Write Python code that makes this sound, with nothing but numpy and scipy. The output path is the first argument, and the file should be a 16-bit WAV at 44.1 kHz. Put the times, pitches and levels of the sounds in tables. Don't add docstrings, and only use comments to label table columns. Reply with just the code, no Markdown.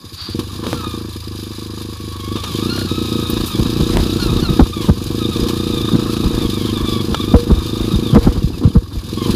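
import sys
import numpy as np
from scipy import signal
from scipy.fft import rfft, irfft, next_fast_len
from scipy.io import wavfile
from scipy.ndimage import uniform_filter1d, map_coordinates

SR = 44100
rng = np.random.default_rng(int(sys.argv[2]) if len(sys.argv) > 2 else 0)


def output_pcm(signal):
    pcm = np.clip(np.atleast_2d(signal).T, -1, 1) * 32767
    wavfile.write(sys.argv[1], SR, np.round(pcm).astype(np.int16))


def field_ratio(decibels):
    return 10 ** (np.asarray(decibels, dtype=float) / 20)


N = 412335

# f/Hz, level/dB
CASE_COLOUR = [(290, -10), (500, -12), (629, -25), (901, -14), (1150, -4.5), (1430, -20.5), (1700, -15.5),
               (1990, -32), (2330, -13.5), (3150, -9), (3740, -4.5), (5510, -14.5), (8600, -22),
               (10100, -17.5), (15500, -25)]
# f/Hz, width/Hz, level/dB
MOUNT_MODES = [(137, 83.5, 9.5), (321, 164, 3), (1120, 347, -2)]
# t/s, roughness/dB
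RUBBLE = [(0, -47), (.6, -31), (1.2, -47), (2.2, -45), (2.45, -31), (3.3, -30), (3.65, -26), (4.4, -22),
          (4.65, -33), (5.4, -28), (6.9, -28), (7.8, -30), (8.15, -27), (8.85, -38), (9.35, -27)]
# t/s, thump level/dB, rattle level/dB
ROCK_JOLTS = [(0.404, -48, -30), (0.677, -39, -23.5), (0.743, -42, -30), (3.318, -18, -33),
              (3.596, -11, -17), (3.658, -18, -23), (3.807, -11, -19), (3.96, -51, -17),
              (3.991, -10.5, -28), (4.302, -16, -29), (4.512, -12, -36), (4.604, 0.5, -6.5),
              (4.892, -7, -9.5), (5.407, -13, -22.5), (5.946, -23, -15), (6.242, -8, -17.5),
              (6.435, -14, -28), (6.809, -13.5, -38), (7.106, -11, -23), (7.347, -30, -7.5),
              (7.507, 0, -13.5), (7.563, -9.5, -35), (7.943, -7, -15), (8.137, -11, -15), (8.164, -3, -3),
              (8.273, -11, -12), (8.365, -12, -23), (8.437, -7.5, -48), (8.515, -19, -52),
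              (8.641, -13, -16), (8.757, -1, -14.5), (8.955, -13, -36), (9.291, -18, -15.5)]
# t/s, level/dB
STARTER_LEVEL = [
    (0.12, -58),
    (0.2, -27.5),
    (0.34, -33.5),
]
# t/s, peak level/dB, t60/s, tilt/dB an octave
SHARP_SNAPS = [(0.3902, -14.5, 0.11, -2), (0.633, -14.5, 0.19, -6.5), (0.667, -8.5, 0.019, -4),
               (0.672, -21, 1, -1), (0.73, 3, 0.006, -15.5), (2.355, -14, 0.17, -4.5),
               (2.435, -12, 0.12, -3), (3.299, -6, 0.059, 16), (3.457, -13, 0.21, 6),
               (3.971, 8, 0.0031, -7), (4.8031, -17.5, 0.65, -1.5), (5.04, -17, 0.037, 4),
               (5.4833, -10, 0.13, -1.5), (6.1665, -11.5, 0.027, -4.5), (7.1453, -2.5, 0.032, -5),
               (8.15, 6.5, 0.0065, -13), (8.635, -20, 0.2, -5.5)]
# t/s, length/s, start f/Hz, end f/Hz
CHAIN_SQUEAKS = [
    (8.31, .07, 3050, 2980),
    (8.38, .08, 2980, 2550),
    (8.5, .085, 3050, 2350),
    (8.67, .06, 3400, 2900),
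    (8.92, .05, 3800, 3300),
]
# t/s, peak level/dB,
# f/Hz
HELMET_KNOCKS = [(0.666, -17, 435), (.733, -19, 467), (2.779, -22, 597), (2.815, -23.5, 605),
                 (3.805, -28.5, 323), (3.971, -6, 400), (4.297, -7.5, 190), (4.428, -7.5, 212.4),
                 (4.507, -8, 178), (4.596, 6, 295), (4.895, 1, 168), (4.915, -13, 120), (5.935, -9, 222),
                 (5.953, -10, 297), (6.165, -35, 496), (7.344, 8, 231.5), (7.353, 3, 97.2),
                 (7.509, -17, 296), (8.135, -2, 140.4), (8.151, -19, 467), (8.258, -9, 130),
                 (8.272, 0.5, 280), (8.445, -4, 154), (8.503, -14.5, 300), (8.614, -13, 294),
                 (8.625, -12, 300), (8.705, -17, 260), (8.642, -18, 377), (8.655, 2, 123), (8.677, -4, 202),
                 (8.762, -1, 189), (8.958, -19, 264)]
# t/s, peak level/dB, f/Hz, t60/s
STRUCK_PARTS = [
    (.735, -31, 486, 0.27),
    (5.362, -25, 465, 0.22),
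    (5.435, -23, 478, 0.42),
    (7.145, -11, 1327, 0.027),
    (7.147, -19, 1650, 0.025),
    (7.348, -7, 477, 0.26),
    (8.175, -12, 466, 0.18),
    (8.37, -32, 475, 0.23),
    (8.524, -40, 470, 0.21),
    (8.956, -34, 478, .2),
]
# t/s, rate/turns a second
CRANK_SPEED = [(0, 12.7), (0.29, 11.81), (0.39, 25.42), (0.56, 24.29), (0.63, 28.86), (1.43, 25.37),
               (1.66, 26.4), (2.85, 26.05), (3.63, 29.42), (4.3, 30.69), (4.63, 33.49), (4.93, 22.74),
               (5.6, 29.89), (6.93, 25.65), (7.92, 27.18), (8.42, 20.47), (8.93, 19.56), (9.36, 25.92)]
# t/s, sudden change/turns a second
WHEEL_GRIPS = [(0.3, 1.3), (0.41, -1.3), (0.74, 2.34), (2.12, -2.4), (2.63, 5.23), (2.73, 6.69),
               (2.88, 2.29), (3.48, -4.42), (3.93, 1.5), (4.23, -2.59), (4.49, -6.34), (5.02, -1.88),
               (5.15, 4.45), (5.7, -1.45), (5.77, -1.85), (6.17, 1.57), (6.46, -3.61), (6.96, -1.33),
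               (7.96, 2.36), (8.27, -3.76), (8.73, 1.56), (8.93, -3.6)]
# t/s, full firing peak level/dB, mechanical effort level/dB
ENGINE_WORK = [(0, -38, -48), (.3, -10, -35), (.68, -16.5, -34.5), (.88, -11.5, -32.5),
               (1.06, -17.5, -36.5), (2.05, -18.5, -37), (2.36, -10, -34), (2.6, -9, -28.5),
               (2.82, -6.5, -27.5), (3.3, -8.5, -27.5), (4.3, -7, -28), (4.85, -11.5, -33),
               (5.3, -7.5, -28.5), (6.9, -8.5, -29.5), (7.5, -9, -31.5), (8.1, -8, -30), (8.88, -20, -43.5),
               (9.3, -6, -25.5)]
# t/s, tooth-meeting f/Hz, load level/dB
GEAR_COURSE = [(.66, 1096, -56), (.86, 1240, -35), (1.06, 1078, -70), (2.2, 1122, -42.5),
               (2.6, 1120, -41.5), (2.71, 1392, -37.5), (2.86, 1426, -44), (2.89, 1282, -41),
               (3.45, 1253, -44), (4.12, 1332, -41), (4.6, 1240, -39.5), (4.95, 1062, -79),
               (5.2, 1263, -45), (5.8, 1221, -41.5), (6.12, 1310, -40), (6.5, 1178, -45), (7.9, 1240, -44),
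               (8.2, 1094, -67)]
# t/s, length/s, start f/Hz, end f/Hz
CHAIN_SNATCHES = [(.75, .07, 1420, 1270), (.82, .15, 1270, 1180), (2.2, .1, 1090, 1110),
                  (2.31, .04, 1150, 1110), (2.355, .07, 1240, 1115), (2.44, .12, 1290, 1020),
                  (2.58, .04, 1170, 1090), (2.62, .04, 1270, 1190), (2.7, .16, 1410, 1425),
                  (2.89, .5, 1285, 1245), (3.48, .1, 1340, 1080), (4.2, .11, 1480, 1210),
                  (4.42, .09, 1500, 1220), (4.73, .08, 1240, 1125), (4.81, .05, 1100, 980),
                  (5.2, .06, 1280, 1180), (5.31, .05, 1310, 1140), (5.7, .11, 1270, 1170),
                  (6.38, .1, 1270, 1060), (6.53, .12, 1240, 1030), (6.66, .06, 1150, 1000),
                  (6.73, .08, 1260, 1120), (6.86, .16, 1185, 1125), (7.15, .05, 1230, 1100),
                  (7.2, .05, 1230, 1090), (7.28, .05, 1240, 1170), (7.91, .04, 1270, 1220),
                  (8.03, .12, 1270, 1030), (9.17, .1, 1110, 1020)]
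# t/s, length/s, change/dB
GEAR_SLACKS = [
    (.8, .16, -1.5),
    (2.31, 0.38, -2),
    (3.6, 0.45, 0),
    (8.03, .12, -5),
    (4.2, 0.057, 5.5),
    (4.42, 0.079, 2),
    (7.03, 0.099, -23),
    (7.34, 0.19, -9),
    (6.86, 0.129, 3),
]
# multiple, level/dB
TOOTH_HARMONICS = [(1, 4), (2, -2.5), (3, 6), (4, -6)]
# f/Hz, width/Hz, level/dB
CASING_MODES = [(1700, 150, -10), (2350, 160, -10), (3620, 70, 1), (3960, 85, 1), (4600, 200, -3),
                (4950, 70, 4), (5950, 170, -13), (6800, 200, -8), (9950, 800, -12), (12200, 700, -14)]
# t/s of the first, turns in a row, change/dB
WEAK_FIRINGS = [(.045, 1, 8), (.2, 1, -16), (.29, 1, -7), (.39, 1, 3), (.436, 4, -10), (.702, 1, -13),
                (.77, 3, -7), (.907, 1, -12), (1.125, 1, -13), (1.2, 2, -13), (1.548, 1, -7),
                (1.966, 1, -13), (2.118, 5, -4), (2.397, 4, -17), (2.729, 5, -5), (2.885, 1, -24),
                (2.95, 1, -7), (3.052, 2, -6), (3.264, 1, -8), (3.474, 2, -14), (4.195, 1, -10),
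                (4.462, 1, -18), (4.666, 2, -5), (4.735, 1, -17), (4.931, 4, -4), (5.326, 1, -18),
                (7.165, 1, -24), (7.396, 2, -4), (7.547, 5, -5), (8.226, 1, -12), (8.527, 1, -25),
                (8.729, 1, -11), (8.874, 5, -7)]
# f/Hz, width/Hz, level/dB
PIPE_MODES = [(104, 40, -4), (160, 30, -12), (228, 40, -7), (272, 20, -12), (325, 55, 2), (430, 90, -13)]
# delay t/s, level/dB
PIPE_ECHOES = [
    (0.0088, -8),
    (0.019, -24.5),
]
# f/Hz, width/Hz, level/dB
FRAME_MODES = [(52.6, 75, -26), (84, 24, 5), (106.7, 35, 0)]


def unit(x):
    return x / np.sqrt(np.mean(x ** 2) + 1e-20)


def curves(rows):
    s, *cols = np.transpose(rows)
    return [np.interp(np.arange(N) / SR, s, c) for c in cols]


def wobble(rate):
    knots = rng.standard_normal(int(N * rate / SR) + 4)
    return map_coordinates(knots, [np.arange(N) * rate / SR])


def filtered(x, response):
    m = next_fast_len(N + SR // 2)
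    return irfft(rfft(x, m) * response(np.fft.rfftfreq(m, 1 / SR)), m)[:N]


def modes(table):
    def response(f):
        total = 0
        for k, (c, w, db) in enumerate(table):
            total = total + (-1) ** k * field_ratio(db) * 1j * f * w / (c * c - f * f + 1j * f * w)
        return total
    return response


def train(times, sizes):
    at = np.round(times * SR).astype(int)
    keep = (at >= 0) & (at < N)
    return np.bincount(at[keep], sizes[keep], N)


def stretch(s, length):
    return slice(round(s * SR), round(s * SR) + round(length * SR))


def housing(f):
    hz, db = np.transpose(CASE_COLOUR)
    return field_ratio(np.interp(np.log(f + 1), np.log(hz), db))


def shell(f):
    return 1 + field_ratio(10) * modes([(478, 14, 0)])(f)


def rumble():
    level_db = curves(RUBBLE)[0] - 14 * (np.arange(N) < 3.3 * SR)
    deep = filtered(rng.standard_normal(N), modes([(46.5, 18, 0)]))
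    return field_ratio(level_db) * unit(field_ratio(5.5 * wobble(12)) * deep)


def jolts():
    thumps, rattle, t = np.zeros(N + SR), np.zeros(N + SR), np.arange(SR // 4) / SR
    for s, db, rattle_db in ROCK_JOLTS:
        phase = 2 * np.pi * 52 * (t - 3 * 0.0192 * np.exp(-t / 0.0043))
        swing = np.exp(-.5 * ((t - .019) / 0.01) ** 2) * (1 - np.exp(-t / 0.0095))
        ring = field_ratio(rattle_db - 17.5 - 60 * t / .3) * np.sin(2 * np.pi * 478 * t) * (1 - np.exp(-t / .006))
        thumps[round(s * SR):][:len(t)] += field_ratio(db + 2) * swing * np.sin(phase + 1) + ring
        shake = np.exp(-.5 * ((t - .037) / 0.0081) ** 2)
        rattle[round((s - .035) * SR):][:len(t)] += field_ratio(rattle_db + 4.5) * shake
    rattle = rattle[:N] + field_ratio(curves(RUBBLE)[0] + 3 * wobble(16))
    noise = rng.standard_normal(N)

    def mount(f):
        return modes(MOUNT_MODES)(f) * shell(f) / (1 + (f / 520) ** 4) ** .5

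    return thumps[:N] + filtered(rattle * noise, mount) / np.std(filtered(noise, mount))


def starter():
    first_s, last_s = STARTER_LEVEL[0][0] - .02, STARTER_LEVEL[-1][0] + 0.037
    db, = curves([(first_s, -90)] + STARTER_LEVEL + [(last_s, -90)])
    grind = field_ratio(0.88 * wobble(72)) * rng.standard_normal(N)
    return field_ratio(db) * unit(filtered(grind, modes([(4660, 140, 10.0), (3700, 710, -2.5), (1240, 320, -6.0)])))


def snaps():
    out, t = np.zeros(N + SR), np.arange(4096) / SR
    f = np.fft.rfftfreq(len(t), 1 / SR)
    for s, db, t60, tilt_db in SHARP_SNAPS:
        colour = housing(f) ** 0.82 * field_ratio(tilt_db * np.log2(f / 3000 + 0.058)) * (f > 300)
        crack = unit(irfft(rfft(rng.standard_normal(len(t))) * colour))
        rise_s = min(.14 * t60 ** 2, .01)
        out[round(s * SR):][:len(t)] += field_ratio(db - 8 - 60 * t / t60) * (1 - np.exp(-t / rise_s)) * crack
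    return out[:N]


def squeaks():
    out = np.zeros(N)
    rough, drift = field_ratio(4 * wobble(70)), 1 + .012 * wobble(120)
    for s, length, start_hz, end_hz in CHAIN_SQUEAKS:
        span = stretch(s, length)
        hz = np.linspace(start_hz, end_hz, round(length * SR)) * drift[span]
        out[span] = np.hanning(len(hz)) ** .5 * np.sin(2 * np.pi * np.cumsum(hz) / SR)
    return field_ratio(-44) * rough * out


def rings():
    out, t = np.zeros(N + SR), np.arange(SR // 4) / SR
    for s, db, hz, t60 in STRUCK_PARTS:
        onset = 1 - np.exp(-t / t60 / 0.0053)
        out[round(s * SR):][:len(t)] += field_ratio(db - 60 * t / t60) * np.sin(2 * np.pi * hz * t) * onset
    return out[:N]


def knocks():
    out, t = np.zeros(N + SR), np.arange(-SR // 50, SR // 16) / SR
    swing_cycles, sag_s, edge_db = 0.75, 0.021, -11
    for s, db, hz in HELMET_KNOCKS:
        phase = 2 * np.pi * hz * sag_s * (1 - np.exp(-t / sag_s))
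        shape = np.exp(-.5 * (t * hz / np.where(t < 0, .6, 1.5) / swing_cycles) ** 2)
        contact = (t >= 0) * np.exp(-abs(t) / 0.0033) * np.sin(3 * phase)
        edge = field_ratio(edge_db) * (hz / 350) ** 2.4 * contact
        out[round(s * SR) - SR // 50:][:len(t)] += field_ratio(db) * (shape * np.cos(phase) + edge)
    return out[:N]


def crank():
    settle_s, first_turn = .15, .431
    grips = signal.lfilter([1], [1, -np.exp(-1 / settle_s / SR)], train(*np.transpose(WHEEL_GRIPS)))
    speed = curves(CRANK_SPEED)[0] + grips
    return speed, first_turn + np.cumsum(speed) / SR


def overrun():
    hz, load_db = curves(GEAR_COURSE)
    snatching = np.zeros(N)
    for s, length, start_hz, end_hz in CHAIN_SNATCHES:
        span = stretch(s, length)
        hz[span] = np.linspace(start_hz, end_hz, round(length * SR))
        snatching[span] = 1
    load_db = np.where(snatching > 0, np.maximum(load_db, -41) + 4, load_db)
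    for s, length, db in GEAR_SLACKS:
        load_db[round(s * SR):round((s + length) * SR)] += db
    return uniform_filter1d(np.array([hz, load_db, snatching]), SR // 100, axis=1)


def gear_whine(turns, load, slack_db):
    hz, gear_db, snatching = overrun()
    loose = 1 - .65 * snatching
    scatter = rng.standard_normal(300)[(turns - .1).astype(int)]
    hz *= 1 + loose * .013 * uniform_filter1d(scatter, SR // 200)
    swing = (.085 + .005 * slack_db) * uniform_filter1d(.5 - (turns - .1) % 1, SR // 200)
    hz *= 1 + loose * swing + .01 * loose * wobble(140)
    angle = 2 * np.pi * np.cumsum(hz) / SR
    whine = np.zeros(N)
    for k, db in TOOTH_HARMONICS:
        level_db = db + .9 * (k - 1) * slack_db + 2.2 * wobble(45) + 1.5 * k * loose * wobble(220)
        rasp = .36 * (k - 1) * wobble(600)
        whine += field_ratio(level_db) * np.sin(k * angle + rasp)
    bright = modes(CASING_MODES[2:4])
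    return filtered(field_ratio(gear_db + 2.0) * load * whine,
                    lambda f: housing(f) ** 0.3 * (1 + field_ratio(-0.5) * bright(f)))


def backlash(load, effort_db):
    level_db = -41.5 + 0.68 * (effort_db + 34.5) + 1.6 * wobble(7.4)
    chatter = load ** 0.5 * field_ratio(3.5 * wobble(90)) * rng.standard_normal(N)
    return field_ratio(level_db) * unit(filtered(chatter, lambda f: housing(f) * (f < 2000) * (f > 480)))


def piston_clatter(turns, load, effort_db, slack_db):
    after_firing = 1.9 * np.exp(-((turns - .07) % 1) / .25)
    half_turn_on = 1.0 * np.exp(-((turns + .4) % 1) / .12)
    slaps = uniform_filter1d(1 + after_firing + half_turn_on, SR // 200)
    slaps *= field_ratio(0.53 * wobble(150) + 0.81 * wobble(65) + 1.14 * wobble(25))
    casings = np.zeros(N)
    for k in range(5):
        patch = filtered(slaps * rng.standard_normal(N), modes(CASING_MODES[k::5]))
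        casings += load ** 0.026 * field_ratio(2.1 * wobble(60)) * patch
    hiss = filtered(load ** 0.22 * slaps * rng.standard_normal(N), lambda f: housing(f) * (f > 1400))
    clatter = unit(hiss) + 0.65 * field_ratio(-.45 * slack_db) * unit(casings)
    return field_ratio(effort_db - 1.5) * unit(clatter)


def mechanics():
    fire_db, effort_db = curves(ENGINE_WORK)
    slack_db = np.minimum(fire_db + 8, 0)
    turns = crank()[1]
    load = field_ratio(2.73 * np.cos(2 * np.pi * (turns - .02)) + 2.1 * np.cos(4 * np.pi * (turns - .3)))
    whine = gear_whine(turns, load, slack_db)
    return whine + backlash(load, effort_db) + piston_clatter(turns, load, effort_db, slack_db)


def firings():
    turns = crank()[1]
    times = np.interp(np.arange(1, turns[-1]), turns, np.arange(N) / SR)
    short = np.zeros(len(times))
    for at, count, db in WEAK_FIRINGS:
        short[np.argmin(abs(times - at)):][:int(count)] = db
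    full = np.interp(times, *np.transpose(ENGINE_WORK)[:2])
    return times, full + short + .9 * rng.standard_normal(len(times)), short


def frame_hum(times, short):
    scatter = .8 * rng.standard_normal(len(times))
    hum = filtered(train(times + 0.0069, field_ratio(0.032 * short + scatter)),
                   lambda f: modes(FRAME_MODES)(f) * np.exp(-(f / 200) ** 2))
    hum /= np.sqrt(abs(uniform_filter1d(hum ** 2, SR // 4))) + 1e-6
    cranking = np.arange(N) < .28 * SR
    return field_ratio(-25 + .3 * curves(ENGINE_WORK)[0] - 5 * cranking + 1.2 * wobble(6)) * hum


def exhaust(times, db, short):
    def pop(f):
        body = np.exp(-(f / 330) ** 3) + field_ratio(-35.5) * np.exp(-(f / 900) ** 2)
        return -f / 300 * body * np.exp(-1.1j)

    def pipe(f):
        echoes = sum(field_ratio(g) * np.exp(-2j * np.pi * f * s) for s, g in PIPE_ECHOES)
        return 1 + modes(PIPE_MODES)(f) + echoes

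    pops = filtered(train(times - .0008, field_ratio(db + 41.5)), lambda f: pop(f) * pipe(f) * shell(f))
    return pops + frame_hum(times, short)


def scene():
    port = 1 - np.exp(-((np.arange(N) / SR - 3.979) / .005) ** 4)
    trail = rumble() + jolts() + snaps()
    blows = knocks() + rings()
    engine = exhaust(*firings()) + port * mechanics() + starter() + squeaks()
    return (trail + blows + engine)[None]


def top_cut(x):
    return signal.sosfilt(signal.butter(12, 15700, fs=SR, output="sos"), x)


def record(dry):
    bass_cut = filtered(dry[0], lambda f: 1j * f / 14 / (1 + 1j * f / 14))
    overloaded = np.clip(bass_cut, -1, 1)
    mix = filtered(overloaded, lambda f: f < 15450)[None]
    return top_cut(mix)


dry = scene()
out = record(dry)
output_pcm(out)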